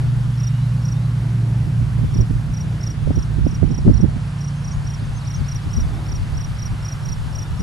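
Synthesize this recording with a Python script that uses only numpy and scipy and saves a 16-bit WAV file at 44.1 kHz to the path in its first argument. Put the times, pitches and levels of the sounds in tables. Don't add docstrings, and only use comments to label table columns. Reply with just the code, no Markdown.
import sys
import numpy as np
from scipy import signal
from scipy.fft import rfft, irfft, next_fast_len
from scipy.io import wavfile
from scipy.ndimage import uniform_filter1d, map_coordinates

SR = 44100
rng = np.random.default_rng(int(sys.argv[2]) if len(sys.argv) > 2 else 0)


def put_to_file(sound):
    columns = np.atleast_2d(sound).T
    safe = np.clip(columns, -1, 1)
    whole_steps = np.round(safe * 32767)
    wavfile.write(sys.argv[1], SR, whole_steps.astype(np.int16))


def nominal_scale(level):
    x = np.asarray(level, float) / 20
    return 10 ** x


N = 336042


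def unit(x):
    return x / np.sqrt(np.mean(x ** 2) + 1e-20)


def along(points, hz):
    f, v = np.transpose(points)
    return np.interp(np.log(hz + 1), np.log(f + 1), v)


def curves(rows, t=None):
    s, *columns = np.transpose(rows)
    if t is None:
        t = np.arange(N) / SR
    return [np.interp(t, s, column) for column in columns]


def wobble(rate_hz):
    at = np.arange(0, N + 32, 32)
    knots = rng.standard_normal(int(N * rate_hz / SR) + 4)
    return np.interp(np.arange(N), at, map_coordinates(knots, [at * rate_hz / SR]))


def filtered(x, response):
    m = next_fast_len(N + 8192)
    return irfft(rfft(x, m) * response(np.fft.rfftfreq(m, 1 / SR)), m)[..., :N]


def coloured(shape, points):
    return filtered(rng.standard_normal(shape), lambda hz: nominal_scale(along(points, hz)))


def add(track, start_s, sound):
    part = track[round(start_s * SR):][:len(sound)]
    part += sound[:len(part)]


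def smooth_patches(shape, bands, frames):
    noise = uniform_filter1d(rng.standard_normal(shape), size=bands, axis=0)
    return unit(uniform_filter1d(noise, size=frames, axis=1))


def patchy(x, depth_db):
    z = signal.stft(x, nperseg=512)[2]
    gain_db = depth_db * smooth_patches(z.shape[1:], bands=6, frames=30)
    return signal.istft(z * nominal_scale(gain_db), nperseg=512)[1][..., :N]


def whistle(rows, squeeze=1, detune=1, octave_db=-80):
    t = np.arange(rows[0][0], rows[-1][0], squeeze / SR)
    hz, db = curves(rows, t)
    phase = 2 * np.pi * (np.cumsum(hz * detune) / SR + rng.random())
    fade = np.minimum(1, np.minimum(t - t[0], t[-1] - t) / 0.00084)
    return t[0] / squeeze, nominal_scale(db) * fade * (np.sin(phase) + nominal_scale(octave_db) * np.sin(2 * phase))


def scattered(x):
    t60_s, echo_db = .1, -16
    t = np.arange(SR // 8) / SR
    tail = rng.standard_normal(len(t)) * nominal_scale(-60 * t / t60_s) * (t > .004)
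    return x + nominal_scale(echo_db) * signal.oaconvolve(x, tail / np.linalg.norm(tail))[:N]


# start_s, rustle_db
BREEZE = [(0.0, -44), (.1, -45.5), (1.9, -46), (2.2, -45), (2.5, -46.5), (2.85, -45.5), (3.2, -46),
          (3.8, -46), (4.2, -45.5), (4.6, -45), (6.3, -44), (7.62, -44.5)]
# freq_hz, level_db (per Hz)
RUSTLE_COLOUR = [(200, -17), (420, -11), (650, -9.5), (1000, -8), (1400, -9), (2200, -14.5), (3500, -17),
                 (4500, -21.5), (6000, -33), (9900, -120)]
# freq_hz, level_db (per Hz)
HISS_COLOUR = [(2500, -25), (3500, -16), (4500, -4), (5500, -2.5), (6500, -5), (8000, -6), (11500, -8.5),
               (13000, -20)]
# freq_hz, likeness (0 to 1)
RUSTLE_LIKENESS = [(200, .49), (800, .7), (1200, .45), (1600, .6), (2200, .36), (2600, .23), (3600, .18),
                   (4500, .3)]
# freq_hz, lead_rad
LEFT_LEAD = [(500, .1), (1200, .1), (1550, .35), (2240, .62), (2600, 1.16), (3300, 1.2), (3700, .7),
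             (4200, .2)]


def field():
    breeze_db, = curves(BREEZE)
    spread = lambda hz: np.arccos(np.clip(along(RUSTLE_LIKENESS, hz), -1, 1)) / 2
    mid, side = filtered(
        rng.standard_normal((2, N)),
        lambda hz: nominal_scale(along(RUSTLE_COLOUR, hz)) * [np.cos(spread(hz)), np.sin(spread(hz))])
    pair = np.array([mid + side, mid - side])
    pair = filtered(pair, lambda hz: np.exp(.5j * along(LEFT_LEAD, hz) * [[1], [-1]]))
    rustle = unit(patchy(pair, depth_db=0.82)) * nominal_scale([[-.4], [.4]])
    mid, side = coloured((2, N), HISS_COLOUR)
    side = nominal_scale(-3.5) * side
    hiss = unit(np.array([mid + side, mid - side]))
    hiss_db = -11.5 + 4
    return (nominal_scale(breeze_db + 3.0 + 0.22 * wobble(7)) * rustle
            + nominal_scale(breeze_db + hiss_db + 0.16 * wobble(12.0)) * hiss)


# start_s, level_db
MURMUR_SWELL = [(0, -42), (.5, -58.5), (1, -50.5), (1.4, -43.5), (1.9, -47.5), (2.4, -50.5), (2.75, -43),
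                (3.1, -48), (4.3, -50), (4.9, -54), (5.5, -56), (6, -41), (6.4, -55), (7.1, -49.5),
                (7.62, -49.5)]
# freq_hz, level_db (per Hz)
MURMUR_COLOUR = [(60, -30), (190, -8.5), (300, 5.5), (500, -7), (900, -7), (1500, -49)]


def murmur():
    mid, side = coloured((2, N), MURMUR_COLOUR)
    roar = unit(np.array([mid + 0.077 * side, mid - 0.097 * side]))
    return nominal_scale(curves(MURMUR_SWELL)[0] + 2.2 * wobble(8)) * roar


def engine(firing_hz, db, orders, sway_db):
    phase = 2 * np.pi * np.cumsum(firing_hz * (1 + 0.0018 * wobble(2.993))) / SR
    drone = np.zeros(N)
    for order, order_db in orders:
        level = nominal_scale(db + 2.0 + order_db + sway_db * wobble(7))
        drone += level * np.sin(order * phase + 2 * np.pi * rng.random())
    return drone


# start_s, firing_hz, level_db
FAR_ENGINE = [(0, 24.3, -18), (.8, 23.66, -18.5), (1.3, 23.32, -18), (1.6, 23.1, -18), (2.1, 22.7, -21.5),
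              (2.75, 22.28, -26.5), (3.6, 21.6, -27), (4.55, 21.12, -29), (5.1, 21.02, -29),
              (5.5, 21.02, -28), (6.3, 20.96, -30.5), (6.8, 20.8, -30), (7.62, 20.58, -31.5)]
# order (multiple of firing rate), level_db
FAR_ENGINE_ORDERS = [(2, -18), (3, -18.5), (4, -19.5), (5, 0), (6, -7), (7, -21.5), (8, -21.5), (9, -30.5),
                     (10, -29.5), (12, -35.5)]
# start_s, firing_hz, level_db, growl_db (extra on orders 3 and 4)
STEADY_ENGINE = [(0, 30.7, -34.5, -28), (.8, 30.29, -27.5, -17), (1.3, 30.2, -28.5, -24),
                 (1.6, 29.93, -27, 16), (2.75, 29.4, -27.5, 9.5), (3.6, 28.89, -27, 9.5),
                 (4.55, 28.41, -28, 3), (5.1, 28.25, -30, 10), (5.5, 28.04, -30.5, 8),
                 (6.3, 28.49, -30.5, 6), (6.8, 28.89, -32.5, 14), (7.62, 29.48, -34.5, 3)]
# order (multiple of firing rate), level_db
STEADY_ENGINE_ORDERS = [(2, -5.5), (3, -18), (4, -12.5), (5, 1), (6, -6), (7, -15.5), (8, -17), (9, -25),
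                        (10, -24)]


def engines():
    far = engine(*curves(FAR_ENGINE), FAR_ENGINE_ORDERS, sway_db=1.1)
    hz, db, growl_db = curves(STEADY_ENGINE)
    orders = [(k, level + growl_db * (k in (3, 4))) for k, level in STEADY_ENGINE_ORDERS]
    near = engine(hz, db, orders, sway_db=1.6)
    return far * nominal_scale([[-.6], [.6]]) + near * nominal_scale([[-.8], [.8]])


def steady(x, size):
    return x / np.sqrt(np.abs(uniform_filter1d(x ** 2, size)) + 0.018)


# freq_hz, level_db (per Hz)
BUFFET_COLOUR = [(15, -11), (30, -1.5), (60, 3.5), (110, -1.5), (180, -12.5), (300, -25), (500, -43),
                 (900, -88)]
# freq_hz, level_db (per Hz)
THUMP_COLOUR = [(20, -17), (60, 2.5), (110, 2), (170, 6), (250, -3), (400, -16), (600, -36.5), (900, -73)]
# freq_hz, level_db (per Hz)
SNAP_COLOUR = [(200, -30), (350, 0), (600, 0), (800, -8), (1000, -22), (1300, -50), (2000, -90)]


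def port(gust_db, thumps):
    snap_part_db, fizz_part_db, spike_part_db = -1, -13, 15
    lumps = steady(nominal_scale(5.2 * wobble(18)) * unit(coloured(N, BUFFET_COLOUR)), size=6000)
    dull, bright, spikes = np.zeros((3, N))
    t = np.arange(-1500, 1500) / SR
    snap = irfft(nominal_scale(along(SNAP_COLOUR, np.fft.rfftfreq(len(t), 1 / SR))), len(t))
    snap = np.fft.fftshift(snap)
    suction = .2 * np.exp(-(t / .0045) ** 2) - np.exp(-(t / .0009) ** 2)
    spike = nominal_scale(spike_part_db) * suction - nominal_scale(snap_part_db) * snap / snap.max()
    for s, db, bright_db in thumps:
        add(dull, s + t[0], nominal_scale(db + 4.5) * np.exp(-(t / 0.01) ** 2))
        add(bright, s + t[0], nominal_scale(db + bright_db + fizz_part_db) * np.exp(-(t / 0.0065) ** 2))
        add(spikes, s + t[0], nominal_scale(db + bright_db) * spike)
    body = dull * steady(unit(coloured(N, THUMP_COLOUR)), size=500)
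    fizz = bright * steady(unit(coloured(N, SNAP_COLOUR)), size=300)
    return nominal_scale(gust_db + 1.53) * lumps + body + fizz + spikes


# peak_s, left_db, right_db
WIND_PUFFS = [(0.05, -22.5, -36), (0.18, -34, -22.5), (0.93, -39, -42), (1.8, -34, -20.5),
              (2.06, -23, -19.5), (2.19, -21, -16), (2.33, -33, -17.5), (2.46, -23, -24.5),
              (2.66, -28, -41), (3.08, -30, -18), (3.2, -24, -20.5), (3.45, -24, -13), (3.68, -37, -12.5),
              (3.82, -26, -21), (3.95, -37, -13), (4.08, -27, -22), (4.78, -24.5, -25.5), (5.08, -26, -26),
              (5.42, -19.5, -35), (5.81, -16.5, -16.5), (6.17, -18.5, -23.5), (6.33, -21.5, -21.5),
              (6.47, -23, -27.5), (6.68, -23, -24), (7.1, -27, -22.5), (7.28, -20, -30), (7.56, -21.5, -23)]
# peak_s, level_db, brightness_db
LEFT_EDDIES = [(2.129, -35, -24), (2.146, -25, -18), (2.446, -36, -26), (3.075, -25, 3), (3.094, -38, -6),
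               (3.107, -21, 3), (3.114, -29, -5), (3.856, -40, -18), (3.866, -23, -17), (3.869, -14, -6),
               (3.885, -14, -16), (3.888, -16.5, -13), (3.898, -11.5, -9), (4.005, -18.5, -10),
               (4.847, -33, -26), (5.026, -28.5, -29), (5.413, -28, -20), (5.669, -24, -31),
               (5.783, -19, -27), (6.144, -38, 0), (6.737, -29.5, -23), (7.607, -22, -29)]
# peak_s, level_db, brightness_db
RIGHT_EDDIES = [(1.682, -26, -22), (1.817, -24.5, -14), (1.991, -22, -7), (2.018, -24, -26),
                (2.042, -18, -29), (2.164, -19.5, -20), (2.193, -16, -12), (2.211, -15, -16),
                (2.308, -18.5, -12), (3.077, -21, -9), (3.105, -18, -15), (3.177, -14.5, -14),
                (3.387, -18.5, -26), (3.405, -27, -25), (3.468, -14, -2), (3.529, -20.5, -26),
                (3.573, -26.5, -23), (3.63, -13, -2.5), (3.641, -14.5, -9), (3.676, -26, -24),
                (3.705, -17, -27), (3.722, -18, -20), (3.788, -26.5, -3), (3.853, -19, -10),
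                (3.879, -10, -6), (3.896, -13, -25), (3.912, -11, -32), (4.035, -12.5, -14),
                (4.04, -14.5, -20), (4.048, -16.5, -7), (4.062, -24, -14), (4.089, -30, -8),
                (4.167, -22.5, -25)]


def wind():
    rise_db_s, fall_db_s, calm_db = 78, 73, -45
    peak_s, *port_levels_db = np.transpose(WIND_PUFFS)
    late_s = np.arange(0, N, 64)[:, None] / SR - peak_s
    shape_db = np.minimum(rise_db_s * late_s, -fall_db_s * late_s)
    gusts_db = []
    for db in port_levels_db:
        loudest_db = np.maximum(calm_db, (shape_db + db).max(1))
        gusts_db.append(np.repeat(loudest_db, 64)[:N])
    return np.array([port(gusts_db[0], LEFT_EDDIES), port(gusts_db[1], RIGHT_EDDIES)])


# start_s, level_db
STALK_TICKS = [(4.138, -44), (4.91, -40), (5.548, -31), (7.136, -45), (7.428, -45)]


def ticks():
    track, t = np.zeros(N), np.arange(200) / SR
    for s, db in STALK_TICKS:
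        add(track, s, nominal_scale(db - 60 * t / 0.0073) * rng.standard_normal(len(t)))
    return filtered(track, lambda hz: hz ** 2 / (hz ** 2 + 3500 ** 2))


# start_s, length_s, from_hz, to_hz, level_db
BIRD_GLIDES = [(0.328, .035, 3400, 3420, -57), (.4, .16, 3530, 3830, -56), (.57, .1, 3860, 4020, -59),
               (.58, 0.56, 512, 510, -55.5), (.385, .07, 2630, 2680, -59), (.5, .13, 2790, 2950, -54.5),
               (.935, .065, 3540, 3740, -56), (1.0, .07, 3760, 4050, -60), (3.657, .022, 3100, 3050, -54),
               (3.95, .03, 4600, 3970, -53), (4.52, 0.027, 2900, 3900, -58), (4.55, .04, 6050, 6580, -58),
               (4.718, .037, 6300, 6720, -48), (4.91, .04, 3000, 3300, -56), (4.985, .03, 3900, 4650, -57),
               (5.008, .03, 4600, 5050, -53), (5.052, .014, 6700, 5700, -50),
               (5.066, .012, 5000, 4200, -57), (5.825, .035, 3650, 3280, -54),
               (5.87, .025, 4760, 4600, -52), (5.866, 0.027, 3020, 2840, -53),
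               (5.925, .045, 3300, 3650, -54), (5.97, .035, 3640, 3720, -57), (5.94, .02, 5650, 5100, -53),
               (6.19, .03, 4950, 3950, -53.5), (6.322, 0.033, 4900, 4150, -54),
               (6.083, .025, 4700, 4150, -56), (6.378, 0.026, 2870, 2950, -53),
               (6.545, .04, 5200, 4150, -57), (7.5, .05, 3850, 4000, -56), (7.448, 0.12, 2740, 3000, -56),
               (7.452, .028, 3610, 3730, -53), (7.4, .04, 3500, 3580, -56)]
# offset_s (from its lowest point), pitch_hz, level_db
SWOOP_SHAPE = [(-.103, 5850, -13), (-.082, 6250, -6), (-.066, 6400, 3), (-.057, 5800, -6),
               (-.022, 4050, -2), (0, 3230, -11), (.013, 4150, 0), (.028, 5100, -5), (.037, 5500, -14)]
# lowest_s, level_db, crest_db (extra on the high crest)
BIRD_SWOOPS = [(5.244, -49, 1), (5.432, -48, 1.5), (5.615, -51.5, -6)]


def birds():
    glides, swoops = np.zeros((2, N))
    swell = [(0, -7), (.35, 0), (1 - .35, 0), (1, -7)]
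    for s, length, from_hz, to_hz, db in BIRD_GLIDES:
        rows = [(s + u * length, from_hz + u * (to_hz - from_hz), db + less_db) for u, less_db in swell]
        add(glides, *whistle(rows))
    for s, db, crest_db in BIRD_SWOOPS:
        rows = [(u, hz, less_db + crest_db * (hz > 5800)) for u, hz, less_db in SWOOP_SHAPE]
        start, tone = whistle(rows)
        add(swoops, s + start, nominal_scale(db) * tone)
    return glides * nominal_scale(3 + 1.9 * wobble(70)) + swoops * nominal_scale(3 + 1.9 * wobble(140))


# offset_s (from peak), pitch_hz, level_db
OPENING_STROKE = [(-.007, 5750, -20), (-.004, 5620, -2), (0, 5450, 0), (.004, 5200, 0), (.007, 4950, -18)]
# offset_s (from peak), pitch_hz, level_db
LOUD_STROKE = [(-.015, 5570, -38), (-.0105, 5704, -9.5), (-.006, 5730, -3), (-.002, 5720, -1),
               (0, 5730, -0.5), (.002, 5560, -3), (.0048, 5300, -7), (.0085, 4960, -14.5),
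               (.012, 4660, -33)]
# peak_s, level_db
CHIRP_OPENINGS = [(.381, -42), (.831, -48), (2.119, -53), (2.517, -57), (2.813, -39), (3.135, -48),
                  (3.456, -45), (3.691, -50), (3.918, -51), (4.389, -50), (4.624, -49), (4.85, -43),
                  (5.252, -44), (5.466, -47), (5.712, -43), (6.065, -43), (6.351, -43), (6.568, -46),
                  (6.83, -42), (7.033, -44), (7.332, -43), (7.579, -46)]
# onset_s, peak_db, length_s, tail_db (under the peak)
CHIRP_STROKES = [(0.4003, -34.5, 0.0097, -2.2), (0.434, -31, 0.014, -9.5), (0.4683, -30.5, 0.0151, -11.3),
                 (0.85, -34.7, 0.0136, -9.3), (0.8822, -34.1, 0.01, -7.0), (0.918, -34.1, 0.014, -8.0),
                 (2.14, -34, 0.012, -6.5), (2.1689, -33.5, 0.012, -4.6), (2.2054, -32.5, 0.0141, -7),
                 (2.5368, -35.6, 0.0144, -9.3), (2.5688, -33, 0.013, -11.4), (2.6031, -33.0, 0.016, -13.6),
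                 (2.8305, -32, 0.011, -3.2), (2.8663, -29, 0.012, -8), (2.9005, -32.1, 0.015, -8.5),
                 (3.1554, -34.5, 0.0111, -12.7), (3.1878, -35, 0.0106, -6.4), (3.2236, -34.5, 0.0101, -6.9),
                 (3.4742, -39.0, 0.0144, -4), (3.5085, -35.7, 0.0102, -4.9), (3.5441, -36, 0.015, -10.0),
                 (3.7089, -37.5, 0.013, -5), (3.7433, -33, 0.011, -10.1), (3.778, -32.5, 0.014, -12.4),
                 (3.937, -35, 0.0129, -12.6), (3.9702, -35, 0.012, -5), (4.0076, -33.5, 0.014, -14),
                 (4.4066, -37.4, 0.0153, -7.7), (4.4411, -35.5, 0.014, -14.3), (4.4756, -35.6, 0.015, -11.9),
                (4.644, -35.6, 0.0132, -8.2), (4.6754, -34, 0.0154, -8.4), (4.7109, -33.5, 0.0152, -10.3),
                (4.8672, -35, 0.015, -9), (4.8998, -34, 0.011, -11.1), (4.937, -33.9, 0.0148, -8.0),
                (5.271, -33.2, 0.014, -8), (5.3035, -32.5, 0.0137, -9), (5.34, -31, 0.015, -8.8),
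                (5.4836, -31.5, 0.013, -12.1), (5.5155, -32.6, 0.0117, -6.1), (5.555, -31.5, 0.013, -6.8),
                (5.7318, -30.5, 0.013, -9.4), (5.7634, -30, 0.0162, -12), (5.8, -31.5, 0.016, -13),
                (6.0836, -37.5, 0.0135, -4.9), (6.1167, -32.0, 0.011, -4.1), (6.1515, -31.5, 0.0153, -8),
                (6.3713, -34, 0.013, -6), (6.4041, -32.5, 0.015, -9.8), (6.44, -33.8, 0.015, -8.6),
                (6.5868, -32, 0.015, -10), (6.6199, -31, 0.0144, -9.0), (6.655, -31, 0.016, -10),
                (6.8479, -31, 0.016, -8.2), (6.883, -30, 0.013, -9.5), (6.9179, -30.8, 0.016, -13),
                (7.0514, -33, 0.014, -10.3), (7.0859, -30.0, 0.013, -13.2), (7.1201, -29, 0.016, -14.6),
                (7.3516, -31.5, 0.013, -9.8), (7.3841, -31.5, 0.0144, -11.2),
                (7.4201, -32.1, 0.0148, -12.1), (7.5962, -35, 0.015, -6.9)]


def cricket():
    model_onset_s, model_length_s, model_tail_db = -.0095, 0.015, -10
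    song = np.zeros(N)
    for (s, db), tune in zip(CHIRP_OPENINGS, rng.standard_normal(len(CHIRP_OPENINGS))):
        start, tone = whistle(OPENING_STROKE, 0.89, 1 + 0.006 * tune)
        add(song, s + start, nominal_scale(db) * tone)
    strokes = CHIRP_STROKES
    for (s, db, length, tail_db), tune in zip(strokes, rng.standard_normal(len(strokes))):
        more_db = np.clip(tail_db - model_tail_db, -7, 6)
        rows = [(u, hz, less_db + more_db * (u > .003)) for u, hz, less_db in LOUD_STROKE]
        squeeze = model_length_s / np.clip(length, .008, .02)
        start, tone = whistle(rows, squeeze, 1 + 0.0027 * tune, octave_db=-24)
        add(song, s - model_onset_s / squeeze + start, nominal_scale(db) * tone)
    return song * nominal_scale(1.4 * wobble(250))


def scene():
    return field() + murmur() + engines() + wind() + ticks() + scattered(birds() + cricket())


# from_s, to_s, share (of the bands)
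APART_SPANS = [(1.96, 2.05, .3), (2.15, 2.2, .35), (2.2, 2.26, 1), (2.47, 2.51, .25), (2.93, 3.0, 1),
               (3.11, 3.21, .35), (3.41, 3.48, 1), (3.49, 3.58, .2), (3.58, 3.8, 1), (3.86, 3.9, .25),
               (3.92, 4.08, 1), (5.54, 5.61, 1), (6.08, 6.11, .3), (6.11, 6.14, 1), (6.33, 6.46, .8),
               (6.57, 6.63, .8), (7.45, 7.5, .3), (7.53, 7.7, .35)]
# from_s, to_s, from_hz, to_hz
APART_BANDS = [(.13, .18, 5700, 5950), (.27, .3, 7500, 9000), (.5, .6, 4600, 4900),
               (.53, .56, 10300, 11700), (1.02, 1.11, 4800, 5050), (1.45, 1.5, 4000, 5500),
               (3.27, 3.3, 7000, 8500), (5.15, 5.52, 4600, 4950), (5.27, 5.33, 4300, 8200),
               (5.92, 5.95, 9600, 11000)]


def kept_apart(hz, t):
    lots = rng.random((65, len(t) // 2 + 1))
    lots = np.repeat(np.repeat(lots, 8, 0), 2, 1)[:len(hz), :len(t)]
    apart = lots < sum(share * ((t > a) & (t < b)) for a, b, share in APART_SPANS)
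    for a, b, lo_hz, hi_hz in APART_BANDS:
        apart |= np.outer((hz > lo_hz) & (hz < hi_hz), (t > a) & (t < b))
    return apart


def starved(z, hz, apart):
    chirp = uniform_filter1d(np.abs(z[0, (hz > 5500) & (hz < 5900)]).max(0), size=6)
    patches = nominal_scale(5 * smooth_patches(z.shape[1:], bands=4, frames=8))
    reach = [(5990, -90), (6010, 0), (6350, -2), (6600, -10), (7800, -13), (10000, -30)]  # Hz, dB
    masked = chirp * patches * nominal_scale(5 * apart - 3) * nominal_scale(along(reach, hz))[:, None]
    return z * np.where((masked > nominal_scale(-55)) & (np.abs(z) < nominal_scale(-64)), nominal_scale(-22), 1)


# start_s, limit_hz
BAND_LIMIT = [(0.1, 11900), (0.9, 12400), (1.7, 12500), (2.5, 11950), (3.7, 11430), (4.9, 11460),
              (6.1, 12300), (6.3, 11850), (7.3, 12300)]


def band_limited(z, hz, t):
    return z * (hz[:, None] < curves(BAND_LIMIT, t)[0])


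def top_cut(x):
    return signal.sosfilt(signal.butter(12, 12250, fs=SR, output="sos"), x)


def record(dry):
    hz, t, z = signal.stft(dry, SR, nperseg=1024)
    apart = kept_apart(hz, t)
    treble = hz[:, None] > 4000
    z[1] = np.where(treble & ~apart, z[0], z[1])
    z *= nominal_scale(-0.5 * (apart & treble))
    z = band_limited(starved(z, hz, apart), hz, t)
    passed = signal.istft(z, SR, nperseg=1024)[1][:, :N]
    clipped = passed / (1 + np.abs(passed) ** 12) ** (1 / 12)
    return top_cut(clipped)


dry = scene()
out = record(dry)
put_to_file(out)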